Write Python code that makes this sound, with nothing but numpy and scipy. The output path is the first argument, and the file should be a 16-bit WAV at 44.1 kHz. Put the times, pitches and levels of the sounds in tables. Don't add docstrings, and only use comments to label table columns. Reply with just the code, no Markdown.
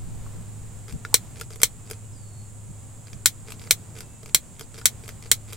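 import sys
import numpy as np
from scipy import signal
from scipy.fft import rfft, irfft
from scipy.io import wavfile
from scipy.ndimage import uniform_filter1d

SR = 44100
rng = np.random.default_rng(int(sys.argv[2]) if len(sys.argv) > 2 else 0)


def transcribe(signal):
    frames = np.atleast_2d(signal).T
    limited = np.clip(frames, -1, 1)
    pcm = np.round(limited * 32767).astype(np.int16)
    wavfile.write(sys.argv[1], SR, pcm)


N = 245284
TIME = np.arange(N) / SR

# start in seconds, level in dB, deck echo in dB, low knock of the case in dB.
SNAPS = [(1.1420, 2.5, 1.5, -2), (1.6322, 0.5, 4, -1.5), (3.258, -1.5, 8, -10), (3.7085, -1.5, 6.5, -3),
         (4.3462, 2, 2, -12), (4.8556, -2, 8, -18), (5.3148, 0.5, 4, -4)]
# pitch in Hz, width in Hz, level in dB.
LIGHTER = [(490, 92, -12.5), (1492, 162, -8), (2270, 138, -3), (3216, 134, -3), (3720, 380, -5),
           (4250, 510, -1.5), (5470, 430, -8), (5310, 170, -19), (6125, 90, -0.5), (7370, 880, 0.5),
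           (7890, 690, -2), (8305, 240, -1.5), (9750, 580, -3), (10600, 570, -14), (13040, 3700, -7),
           (14450, 2030, -6)]
# pitch in Hz, time to fade by 60 dB in seconds, level in dB.
CASE = [(435, 0.044, -34), (470, 0.061, -27), (1290, 0.13, -43), (2152, 0.069, -27), (2380, 0.1, -35.5),
        (4000, 0.085, -28), (4140, 0.079, -23), (5644, 0.052, -18), (7820, 0.068, -18), (8640, 0.07, -23.5)]
# frequency in Hz, level in dB.
DECK = [(150, -0.5), (450, -21.5), (750, -16.5), (1050, -13), (1400, -7.5), (1700, -5), (2200, 0.5),
        (2750, -9.5), (3200, 4), (4300, 1), (4900, -2.5), (5700, 1.5), (7900, 4), (11000, -1),
        (15500, -2.5)]
# start in seconds, length of the scrape in seconds, level in dB.
PRESSES = [(0.8814, 0.037, -31.5), (1.505, 0.051, -30), (3.07, 0.033, -31.5), (3.595, 0.087, -31.5),
           (4.259, .045, -26.5), (4.743, 0.063, -28.5), (5.2249, 0.058, -27.5)]
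# start in seconds, peak in dB, treble in dB.
SPRING_SLIPS = [(.9246, -29, -10), (1.05, -22.5, -16.5), (1.5585, -26.5, -10), (1.602, -30, -17),
                (1.6168, -11.5, -6.5), (3.1313, -26, -18), (3.6731, -29.5, -19), (4.231, -33, -17),
                (4.8136, -29.5, -16)]
# time of the stop in seconds, peak in dB,
# how much earlier the hammer catches in seconds.
RELEASES = [(1.4115, -18, 0.013), (1.911, -17, .011), (3.5208, -22.5, 0.016), (4.006, -21, 0.019),
            (4.6097, -22.5, .015), (5.0902, -22.5, 0.011), (5.5312, -19.5, .006)]
# pitch in Hz, width in Hz, level in dB.
BUTTON_BODY = [(465, 72, 12.8), (1430, 156, 5.7), (2260, 690, 1.0), (3760, 1280, 0.67), (4980, 1500, 2.5)]
# start in seconds, pitch in Hz, level in dB.
POPS = [(0.264, 1120, -39.5), (1.05, 1430, -22.5), (1.13, 880, -33.5), (1.414, 1404, -27.5),
        (4.816, 1430, -36)]
# time in seconds, level in dB.
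MOTOR = [(0.0, -47.5), (0.17, -40.5), (1.83, -47.5), (1.87, -41), (4.03, -47), (4.49, -60), (4.89, -47),
         (5.56, -41)]
# multiple of the pitch of the main motor tone, level in dB.
MOTOR_LINES = [(0.623, -36), (0.872, -11), (1.123, -11.5), (1.25, -11), (1.375, -23), (1.501, -20.5),
               (2, -19.5), (2.25, -22)]
# time in seconds, level in dB.
BREEZE = [(0, -35), (1.0, -42.5), (2.8, -47.5), (4.4, -50.5), (5.56, -46)]
# frequency in Hz, level in dB.
BREEZE_COLOUR = [(12, -1.5), (25, -6), (40, -10), (65, -8), (110, -12.5), (200, -25.5), (400, -36),
                 (1000, -63.5)]
# start in seconds, length in seconds, frequency in Hz,
# level in dB, left minus right in dB.
BUMPS = [(.04, 0.083, 167, -42.5, 1.5), (.34, 0.089, 154, -40, 2), (.918, 0.057, 154, -30.5, 3),
         (2.675, 0.0513, 141, -37.5, -2), (3.115, 0.066, 157, -40.5, -4)]
# frequency in Hz, level in dB.
WASH = [(20, -2.5), (60, -0.5), (130, 1.5), (200, -4), (300, -11.5), (450, -14.5), (700, -17),
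        (1000, -19.5), (1600, -25), (2700, -27.5), (4000, -30), (7000, -31.5), (12000, -34), (16000, -36)]
# frequency in Hz, level in dB.
INSECTS = [(4500, -38), (6000, -14.5), (6800, -1), (7500, 3), (8400, -1), (9500, -7), (11000, -14),
           (14000, -59)]
# start in seconds, length in seconds, first pitch in Hz,
# pitch it settles towards in Hz, level in dB.
BIRDS = [(1.78, 0.3, 2600, 2540, -66), (2.015, .09, 2720, 3030, -64), (2.115, 0.39, 5500, 4380, -63.5),
         (3.987, 0.29, 2660, 2660, -68)]

RETURN_S, SETTLE_S = 0.061, 0.0353
RETURN_DB, CATCH_DB = -51.5, -24.5
SETTLE_DB, SCRAPE_DB = -32, -19
PRESS_TREBLE_DB, RELEASE_TREBLE_DB = -17, -10.5
MOTOR_HZ = 105.2
GLIDE_S = 0.055
TOP_HZ = 15900


def undb(db):
    return 10 ** (np.asarray(db) / 20)


def unit(x):
    return x / np.sqrt(np.mean(x ** 2))


def curve(rows):
    times, levels = np.transpose(rows)
    return np.interp(TIME, times, levels)


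def pan(db):
    return undb(np.array([[db], [-db]]) / 2)


def fade(t, t60):
    return np.exp(-np.log(1000) * t / t60)


def noise(size, side_db):
    mid, side = rng.standard_normal((2, size))
    return unit(mid + undb(side_db) * side * np.array([[1], [-1]]))


def colour(x, points):
    hz, db = np.transpose(points)
    f = np.maximum(np.fft.rfftfreq(x.shape[-1], 1 / SR), 1)
    gain = undb(np.interp(np.log(f), np.log(hz), db))
    return unit(irfft(rfft(x) * gain, x.shape[-1]))


def resonate(x, modes):
    out = 0
    for k, (hz, width, db) in enumerate(modes):
        b, a = signal.iirpeak(hz, hz / width, SR)
        out = out + (-1) ** k * undb(db) * signal.lfilter(b, a, x)
    return out


def walk(rate):
    k = int(SR / rate)
    steps = np.repeat(rng.standard_normal(N // k + 1), k)
    smooth = uniform_filter1d(uniform_filter1d(steps, k), k)
    return unit(smooth)[:N]


def add(out, s, x):
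    i = max(int(s * SR), 0)
    out[..., i:i + x.shape[-1]] += x[..., :max(N - i, 0)]


def snaps(crack_s=0.002, crack_db=-4, blow_db=11, echo_db=-14, echo_t60=0.077, ring_db=-1.0, lag_s=.000012):
    out, t = np.zeros((2, N)), TIME[:SR // 6]
    contact = (1 - np.exp(-(t / .0004) ** 2)) * np.exp(-(t / crack_s) ** 4)
    blow = undb(blow_db) * (np.arange(len(t)) == int(.0006 * SR))
    echo_shape = (1 - np.exp(-t / 0.002)) * fade(t, echo_t60)
    deck = noise(len(t), 1.8)
    for s, db, deck_db, knock_db in SNAPS:
        crack = resonate(blow + noise(len(t), -13.0) * contact, LIGHTER)
        crack *= undb(crack_db) / np.sqrt(np.mean(crack[:, :SR // 350] ** 2))
        scatter = colour(deck + noise(len(t), -6.5), DECK)
        echo = scatter * echo_shape * undb(echo_db + deck_db)
        ring = np.zeros(len(t))
        for hz, t60, mode_db in CASE:
            pitch = hz * (1 + 0.0038 * rng.standard_normal())
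            gain = undb(mode_db + ring_db + knock_db * (hz < 1500))
            ring += gain * fade(t, t60) * np.sin(2 * np.pi * pitch * t)
        add(out, s, undb(db) * (crack + echo + ring))
    delay = np.exp(-2j * np.pi * np.fft.rfftfreq(N, 1 / SR) * lag_s)
    out[0] = irfft(rfft(out[0]) * delay, N)
    return out * pan(1.0)


def button(tick_db=-3, tick_t60=0.012, slips_per_s=240, slip_spread_db=3.5, echo_db=-26, echo_t60=0.067):
    ticks, pressure, t = np.zeros((2, N)), np.zeros(N), TIME[:SR // 16]
    hits, slides = list(SPRING_SLIPS), []
    for s, length, db in PRESSES:
        hits += [(s, db, PRESS_TREBLE_DB)]
        slides += [(s, length, db + SCRAPE_DB)]
    for s, db, catch_s in RELEASES:
        hits += [(s - catch_s, CATCH_DB, RELEASE_TREBLE_DB), (s, db, RELEASE_TREBLE_DB)]
        slides += [(s - RETURN_S, RETURN_S, RETURN_DB), (s, SETTLE_S, db + SETTLE_DB)]
    for s, db, treble_db in hits:
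        push = noise(len(t), -10) * fade(t, tick_t60)
        treble = [(8260, 3600, treble_db + 10.5), (13300, 3200, treble_db + 5.5)]
        tick = resonate(push, BUTTON_BODY + treble)
        add(ticks, s, undb(db + tick_db) * tick / np.abs(tick).max())
    for s, length, db in slides:
        add(pressure, s, undb(db) * signal.windows.tukey(int(length * SR), .5))
    strength_db = slip_spread_db * np.minimum(rng.exponential(size=N), 2.5)
    slips = (rng.random(N) < slips_per_s / SR) * undb(strength_db)
    grains = signal.fftconvolve(slips, fade(t, 0.0021))[:N] * noise(N, -16)
    scrape = unit(resonate(grains, BUTTON_BODY + [(10200, 3300, -5.0)]))
    direct = ticks + scrape * pressure
    scatter = noise(len(t), -6) * fade(t, echo_t60)
    echo = signal.fftconvolve(direct, scatter, axes=1)[:, :N]
    return direct + undb(echo_db) * echo


def pops(t60=0.03):
    out, t = np.zeros(N), TIME[:SR // 10]
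    for s, hz, db in POPS:
        ring = np.sin(2 * np.pi * hz * t) + 0.37 * np.sin(2 * np.pi * 1.18 * hz * t)
        onset = 1 - np.exp(-t / 0.0002)
        add(out, s, undb(db) * ring * fade(t, t60) * onset)
    return out


def motor(tone_db=-1.0, waver_db=1.0, lines_db=-45.5):
    phase = 2 * np.pi * np.cumsum(MOTOR_HZ * (1 + 0.004 * walk(3.98))) / SR
    level_db = curve(MOTOR) + tone_db + waver_db * walk(9.8)
    tone = np.sqrt(2) * np.sin(phase) * undb(level_db)
    lines = np.zeros(N)
    for multiple, db in MOTOR_LINES:
        gain = undb(db + lines_db + 3.6 * walk(5.9))
        lines += gain * np.sin(multiple * phase + rng.uniform(0, 2 * np.pi))
    return tone * pan(-0.16) + lines


def breeze(wind_db=-1, gust_db=1.5, gusts_per_s=7):
    level_db = curve(BREEZE) + wind_db + gust_db * walk(gusts_per_s)
    out = pan(2.2) * colour(noise(N, 2), BREEZE_COLOUR) * undb(level_db)
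    for s, length, hz, db, side_db in BUMPS:
        size = int(length * SR)
        peak = [(hz / 4, -12), (hz / 1.01, -10), (hz, 0), (hz * 1.1, -12), (hz * 2.1, -30), (hz * 12, -65)]
        eddy = colour(noise(size, -0.97), peak)
        add(out, s, undb(db) * pan(side_db) * eddy * signal.windows.tukey(size, .5))
    return out


def river(wash_db=-45.5, swell_db=1.2, early_db=3, calm_s=0.45):
    swell = early_db * np.exp(-TIME / calm_s) + swell_db * walk(5.07)
    return colour(noise(N, -5.0), WASH) * undb(wash_db + swell) * pan(-0.6)


def insects(chorus_db=-52.5, waver_db=0.29):
    return colour(noise(N, -4.5), INSECTS) * undb(chorus_db + waver_db * walk(3.75)) * pan(-3.5)


def birds(waver=0.0081, flutter_db=2, attack_s=.025, release_s=0.13):
    out, t = np.zeros(N), TIME[:SR // 5]
    for s, length, first_hz, last_hz, db in BIRDS:
        size = int(length * SR)
        time = TIME[:size]
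        glide = last_hz + (first_hz - last_hz) * np.exp(-time / GLIDE_S)
        hz = glide * (1 + waver * walk(145)[:size])
        flutter = undb(db + flutter_db * walk(37)[:size])
        edges = np.minimum(time / attack_s, 1) * np.minimum(time[::-1] / release_s, 1)
        add(out, s, flutter * edges * np.sin(2 * np.pi * np.cumsum(hz) / SR))
    trees = unit(noise(len(t), -3) * fade(t, 0.19)) / np.sqrt(len(t))
    echo = signal.fftconvolve(out[None], trees, axes=1)[:, :N]
    return (out + 0.88 * echo) * pan(-2)


def scene():
    lighter = snaps() + button() + pops()
    return lighter + motor() + breeze() + river() + insects() + birds()


def record(dry):
    clipped = np.clip(dry, -1, 1)
    low_pass = signal.ellip(8, .1, 50, TOP_HZ, fs=SR, output="sos")
    return signal.sosfiltfilt(low_pass, clipped)


dry = scene()
out = record(dry)
transcribe(out)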